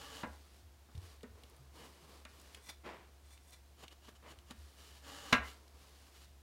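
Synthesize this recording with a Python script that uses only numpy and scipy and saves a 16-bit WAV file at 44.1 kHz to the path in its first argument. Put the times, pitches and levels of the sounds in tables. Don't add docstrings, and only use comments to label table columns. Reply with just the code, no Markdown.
import sys
import numpy as np
from scipy import signal
from scipy.fft import rfft, irfft, next_fast_len
from scipy.io import wavfile
from scipy.ndimage import map_coordinates

SR = 44100
rng = np.random.default_rng(int(sys.argv[2]) if len(sys.argv) > 2 else 0)


def persist_wave(psi):
    counts = np.round(np.clip(psi, -1, 1) * 32767).astype(np.int16)
    wavfile.write(sys.argv[1], SR, np.atleast_2d(counts).T)


N = 283102

# (frequency [Hz], bandwidth [Hz], gain [dB])
WARP_MODES = [(278, 20, 19), (455, 22, 11), (570, 30, 5), (810, 50, 5), (960, 50, 4), (1140, 70, 8),
              (1680, 120, 1), (2930, 190, 7), (6900, 300, -2)]
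# (frequency [Hz], level [dB])
FIBRE_SPECTRUM = [(600, -37), (1200, -3), (2200, -3.5), (4500, -0.5), (6500, -6), (10000, -8), (15800, -16)]
# (frequency [Hz], level [dB])
CLOTH_SPECTRUM = [(70, -37), (130, -6), (450, -0.5), (700, -7), (1100, -4.5), (1500, -16), (2300, -15),
                  (4000, -37), (8000, -67)]


def amp(db):
    return 10 ** (np.asarray(db) / 20)


def unit(x):
    return x / np.sqrt(np.mean(x ** 2) + 1e-20)


def along(points, hz):
    freqs, values = np.transpose(points)
    return np.interp(np.log(hz + 1), np.log(freqs), values)


def wobble(rate):
    return map_coordinates(rng.standard_normal(int(N * rate / SR) + 4), [np.arange(N) * rate / SR])


def filtered(x, response):
    size = next_fast_len(len(x) + SR // 2)
    return irfft(rfft(x, size) * response(np.fft.rfftfreq(size, 1 / SR)), size)[:len(x)]


def coloured(x, spectrum):
    return unit(filtered(x, lambda hz: amp(along(spectrum, hz))))


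def resonant(x, modes, ring_db):
    def ringing(f):
        return sum(amp(db) * 1j * f * width / (hz * hz - f * f + 1j * f * width)
                   for hz, width, db in modes)
    return filtered(x, lambda f: 1 + amp(ring_db) * ringing(f))


def friction(rate, share):
    slips = rng.standard_normal(N) * (rng.random(N) < rate / SR)
    return np.sqrt(1 - share) * rng.standard_normal(N) + np.sqrt(share) * unit(slips)


def stroke(start, length, attack_s, release_s, change_db=0):
    t = np.arange(N) / SR - start
    rise = np.sin(np.pi / 2 * np.clip(t / attack_s, 0, 1))
    drift = amp(change_db * (np.clip(t / length, 0, 1) - .5))
    return rise * drift * np.exp(-np.maximum(t - length, 0) / release_s)


def swell(start, length, growth, release_s):
    t = np.arange(N) / SR - start
    return np.clip(t / length, 0, 1) ** growth * np.exp(-np.maximum(t - length, 0) / release_s)


def together(gains):
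    return np.sqrt(sum(gain ** 2 for gain in gains))


def add(track, start, sound):
    part = track[round(start * SR):][:len(sound)]
    part += sound[:len(part)]


def heddle_knocks(clatter_t60=0.076, crack_t60=0.027, thump_t60=0.07, attack_s=0.00065):
    # (time [s], level [dB], brightness [Hz], relative thump level [dB], thump frequency [Hz])
    contacts = [(0.2326, -37, 1420, -16, 129), (0.2344, -29.5, 610, -9, 294), (0.2393, -34, 515, -11, 243),
                (.256, -43.5, 400, -1, 487), (0.887, -54, 705, -13, 230), (1.2333, -49, 990, 7, 444),
                (1.2391, -47, 800, 1, 236), (1.354, -58, 600, -1, 427), (1.437, -58, 800, -12, 230),
                (2.252, -47, 2500, -33, 230), (2.5711, -51.5, 900, -3, 428), (3.837, -54, 2500, -15.5, 230),
                (4.082, -54.5, 1400, -6, 232), (4.5081, -49, 1090, 2.5, 225), (5.3252, -24, 9000, -13, 121),
                (5.3271, -14.5, 4400, -27, 226), (5.3343, -24, 1700, -7, 226)]
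    # (frequency [Hz], bandwidth [Hz], level [dB])
    frame_modes = [(226, 32, 0), (598, 25, -6), (937, 90, -4), (1120, 27, -7), (1250, 15, -5),
                   (1360, 15, -3), (1480, 28, 0), (1630, 32, -2), (1840, 27, -4), (2080, 15, -8),
                   (2220, 29, -3), (2450, 61, -4), (2730, 17, -7), (2890, 34, -8), (3160, 42, -13),
                   (3680, 97, -12), (4020, 160, -13), (4370, 47, -22), (4670, 120, -23), (4890, 31, -21),
                   (5170, 89, -21), (5320, 22, -23), (5730, 54, -24), (6420, 120, -28), (6990, 43, -29),
                   (8090, 37, -35), (8400, 140, -37), (9210, 23, -38), (9540, 58, -38), (9750, 20, -40)]
    # (frequency [Hz], level [dB])
    wood_spectrum = [(120, -7), (350, -17), (500, -3.5), (800, -1.5), (1400, -2), (2000, -1.5),
                     (2700, -5.5), (3100, -11), (3900, -6), (4500, -16.5), (6600, -16), (7500, -26),
                     (15000, -37)]
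    in_phase_hz = 400
    out, t = np.zeros(N), np.arange(SR // 2) / SR
    for start, db, bright_hz, thump_db, thump_hz in contacts:
        ring = np.zeros(len(t))
        for hz, width, mode_db in frame_modes:
            phase = rng.random() * (hz > in_phase_hz)
            decay = np.exp(-np.pi * width * t)
            ring += amp(mode_db) * width * decay * np.sin(2 * np.pi * (hz * t + phase))
        ring *= 0.354 / np.std(ring[:SR // 100])
        clatter = amp(-5 - 60 * t / clatter_t60) * coloured(rng.standard_normal(len(t)), wood_spectrum)
        thump = amp(thump_db - 60 * t / thump_t60) * np.sin(2 * np.pi * thump_hz * t)
        body = (ring + clatter + thump) * (1 - np.exp(-t / attack_s))
        crack = amp(-18 - 60 * t / crack_t60) * rng.standard_normal(len(t))
        lowpass = signal.butter(1, min(2.28 * bright_hz, SR / 3), fs=SR)
        softened = signal.lfilter(*lowpass, body)
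        add(out, start, amp(db) * signal.lfilter(*lowpass, softened + crack))
    return out


def loom_bumps(attack_s=0.0096):
    # (time [s], level [dB], frequency [Hz], t60 [s])
    pushes = [(.275, -50.5, 72.5, 0.86), (0.623, -50, 82.7, 0.41), (0.949, -25.5, 96, 0.04),
              (0.973, -28, 88, 0.089), (1.026, -40, 82, 0.17), (1.3, -52.5, 91, 0.41),
              (1.589, -49.5, 132, 0.23), (2.022, -52.5, 155, 0.17), (4.371, -46.5, 78.4, .14),
              (4.575, -47.5, 74.3, 0.52), (5.381, -38, 68.5, 0.38)]
    out, t = np.zeros(N), np.arange(SR // 2) / SR
    for start, db, hz, t60 in pushes:
        envelope = amp(db - 60 * t / t60) * (1 - np.exp(-t / attack_s))
        add(out, start, envelope * np.sin(2 * np.pi * hz * t))
    return out


def heddle_slides(flutter_db=1):
    # (time [s], duration [s], level [dB])
    slides = [(-.1, 0.323, -53.5), (5.008, 0.35, -52)]
    # (frequency [Hz], level [dB])
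    slot_spectrum = [(100, 0), (250, -12), (380, -9), (600, -4), (1100, -6.5), (1400, -3), (2300, -7.5),
                     (4500, -5), (7000, -10), (11000, -15), (15800, -21)]
    envelope = together(amp(db) * stroke(start, length, attack_s=0.12, release_s=0.022, change_db=2.5)
                        for start, length, db in slides)
    singing = resonant(friction(rate=2000, share=.3), WARP_MODES, ring_db=1)
    return coloured(singing, slot_spectrum) * envelope * amp(flutter_db * wobble(30))


def thread_flicks(gain_db=-2, t60=0.022):
    # (time [s], relative level [dB], centre frequency [Hz])
    flicks = [(0.952, -52.5, 3740), (0.978, -55, 4050), (1.208, -59, 2000), (1.2316, -51, 4500),
              (1.4355, -50, 2900), (1.498, -58.5, 10000), (1.5644, -59.5, 9900), (2.251, -47, 3220),
              (2.398, -52.5, 5000), (2.415, -56, 9900), (2.5472, -41.5, 3000), (2.547, -60, 12100),
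              (3.376, -54, 2300), (3.507, -58, 11000), (3.837, -51.5, 2950), (3.8808, -46, 3120),
              (4.3878, -53.5, 3000), (4.5087, -43.5, 3530), (5.679, -55, 3770)]
    # (frequency [Hz], bandwidth [Hz], gain [dB])
    thread_modes = [(3010, 210, -3), (3600, 140, 4), (6860, 280, -6), (9200, 600, 0)]
    out, t = np.zeros(N), np.arange(SR // 10) / SR
    for start, db, hz in flicks:
        slip = signal.lfilter(*signal.iirpeak(hz, Q=1.4, fs=SR), rng.standard_normal(len(t)))
        snap = unit(resonant(slip, thread_modes, ring_db=3))
        add(out, start, amp(db + gain_db - 60 * t / t60) * snap)
    return out


def wood_scuffs(attack_s=0.042):
    # (time [s], level [dB])
    drags = [(2.834, -47), (4.219, -57.5)]
    # (frequency [Hz], level [dB])
    drag_spectrum = [(59, -53), (100, -12), (215, 0.5), (259, -7.5), (346, 1), (502, -2), (895, -3),
                     (972, -1.5), (1700, -8.5), (2090, -7), (14000, -41.5)]
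    envelope = together(amp(db) * stroke(start, attack_s, attack_s, release_s=0.079)
                        for start, db in drags)
    return envelope * coloured(friction(rate=810, share=0.43), drag_spectrum)


def yarn_tugs(gain_db=-3, flutter_db=2):
    # (time [s], duration [s], relative rasp level [dB], relative zip level [dB])
    tugs = [(2.607, 0.087, -60, -62), (2.68, .015, -50, -58.5), (2.704, .015, -57, -77),
            (3.214, 0.13, -67, -68.5), (3.37, 0.132, -73, -70), (3.503, 0.036, -60, -64.5)]
    # (frequency [Hz], level [dB])
    rasp_spectrum = [(200, -5), (400, -7.5), (900, -0.5), (1500, -5.5), (3000, -8), (5000, -3.5),
                     (8000, -19), (12000, -30), (15800, -15.5)]
    # (frequency [Hz], level [dB])
    zip_spectrum = [(2500, -25), (5500, -2.5), (8500, -1), (15800, -11)]
    # (frequency [Hz], bandwidth [Hz], gain [dB])
    edge_modes = [(2020, 50, -3), (2310, 70, -2), (3520, 60, 2), (4100, 100, -9), (5740, 80, -7),
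                  (6860, 190, -11), (8420, 200, -5), (9780, 250, -11), (11120, 130, -5), (13800, 90, -11)]
    pulls = [(swell(start, length, growth=1, release_s=0.022), rasp_db, zip_db)
             for start, length, rasp_db, zip_db in tugs]
    rasp_gain = together(amp(db) * pull for pull, db, _ in pulls)
    zip_gain = together(amp(db) * pull for pull, _, db in pulls)
    rasp = rasp_gain * coloured(friction(rate=1200, share=.4), rasp_spectrum)
    skid = zip_gain * coloured(friction(rate=1400, share=0.34), zip_spectrum)
    return resonant((rasp + skid) * amp(gain_db + flutter_db * wobble(90)), edge_modes, ring_db=13)


def weft_presses(body_db=3, flutter_db=1.5, firm_db=-57):
    # (time [s], duration [s], level [dB])
    presses = [(3.761, 0.047, -61), (3.798, 0.046, -57.5), (3.901, 0.026, -60.5), (4.004, 0.049, -62.5),
               (4.047, 0.045, -59.5), (4.135, 0.029, -65), (4.225, 0.097, -58.5), (4.451, 0.064, -59),
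               (6.134, 0.028, -63.5)]
    force = together(amp(db) * swell(start, length, growth=1.28, release_s=0.013)
                     for start, length, db in presses)
    firmness = np.minimum(force / amp(firm_db), 1)
    scratch = coloured(resonant(friction(rate=940, share=0.25), WARP_MODES, ring_db=3), FIBRE_SPECTRUM)
    squash = amp(body_db) * firmness * coloured(friction(rate=790, share=0.18), CLOTH_SPECTRUM)
    return force * (scratch + squash) * amp(flutter_db * wobble(60))


def warp_brushing(gain_db=-1, flutter_db=1, drift_db=1.1, firm_db=-59):
    # (time [s], duration [s], relative hiss level [dB], relative cloth level [dB])
    sweeps = [(0.234, 0.35, -68.5, -73.5), (.9, 0.078, -71, -68), (0.991, .15, -64.5, -67),
              (1.317, 0.35, -73, -68.5), (1.722, .14, -60, -58), (1.875, 0.31, -66, -64.5),
              (2.265, 0.3, -65, -67.5), (4.525, 0.23, -69, -76), (4.75, .23, -60.5, -67.5),
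              (5.412, 0.082, -56.5, -62.5), (5.53, 0.31, -74.5, -70), (5.741, 0.34, -67.5, -72.5),
              (6.107, 0.14, -66, -76.5)]
    shapes = [(stroke(start, length, attack_s=0.068, release_s=0.048, change_db=-0.5), hiss_db, cloth_db)
              for start, length, hiss_db, cloth_db in sweeps]
    hiss_gain = together(amp(db) * shape for shape, db, _ in shapes)
    cloth_gain = together(amp(db) * shape for shape, _, db in shapes)
    light = coloured(friction(rate=1100, share=0.3), FIBRE_SPECTRUM)
    firm = coloured(resonant(friction(rate=1100, share=.25), WARP_MODES, ring_db=0), FIBRE_SPECTRUM)
    firmness = np.minimum(hiss_gain / amp(firm_db), 1)
    hiss = hiss_gain * (firmness * firm + np.sqrt(1 - firmness ** 2) * light)
    cloth = cloth_gain * coloured(friction(rate=830, share=0.19), CLOTH_SPECTRUM)
    return (hiss + cloth) * amp(gain_db + flutter_db * wobble(41) + drift_db * wobble(7.6))


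def reverberation(x, build_s=0.0029):
    # (frequency [Hz], t60 [s])
    decay_times = [(100, 0.13), (500, 0.37), (2000, 0.33), (4000, 0.26), (9000, 0.38)]
    # (frequency [Hz], gain [dB])
    tail_spectrum = [(100, 3.5), (2000, 1.0), (4000, -5.5), (9000, -14.0)]
    hz, t, bands = signal.stft(rng.standard_normal(SR // 2), SR, nperseg=256)
    decay = amp(-60 * t / along(decay_times, hz)[:, None])
    tail = signal.istft(bands * decay, SR, nperseg=256)[1]
    tail *= 1 - np.exp(-np.arange(len(tail)) / SR / build_s)
    tail = filtered(tail, lambda f: amp(along(tail_spectrum, f)))
    return signal.fftconvolve(x, tail / np.linalg.norm(tail))[:N]


def background(waver_db=1, rumble_db=-69, air_db=-68.5):
    # (frequency [Hz], level [dB])
    partials = [(70.0, -60), (349.9, -81.5), (694.4, -83)]
    # (frequency [Hz], level [dB])
    rumble_spectrum = [(30, -28), (52, -10), (68, -4), (85, -12), (130, -29), (400, -43), (2000, -120)]
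    # (frequency [Hz], level [dB])
    air_spectrum = [(65, -30), (110, 0.5), (163, -5.5), (345, -6), (443, -9.5), (699, -8.5), (2150, -15.5),
                    (4540, -16.5), (14800, -24), (15800, -25)]
    base_hz = partials[0][0]
    cycles = base_hz * np.arange(N) / SR + .025 * wobble(3)
    hum = sum(amp(db + waver_db * wobble(8.7)) * np.sin(2 * np.pi * cycles * hz / base_hz)
              for hz, db in partials)
    rumble = amp(rumble_db) * coloured(rng.standard_normal(N), rumble_spectrum)
    air = amp(air_db) * coloured(rng.standard_normal(N), air_spectrum)
    return hum + rumble + air


def scene(wet_db=-13):
    blows = heddle_knocks() + thread_flicks()
    echo = amp(wet_db) * reverberation(blows)
    rubbing = warp_brushing() + weft_presses() + heddle_slides() + yarn_tugs() + wood_scuffs()
    return blows + echo + loom_bumps() + rubbing + background()


def record(dry, low_hz=40, top_hz=15850):
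    thin = signal.lfilter(*signal.butter(2, low_hz, "high", fs=SR), dry)
    return filtered(thin, lambda hz: hz < top_hz)


dry = scene()
out = record(dry)
persist_wave(out)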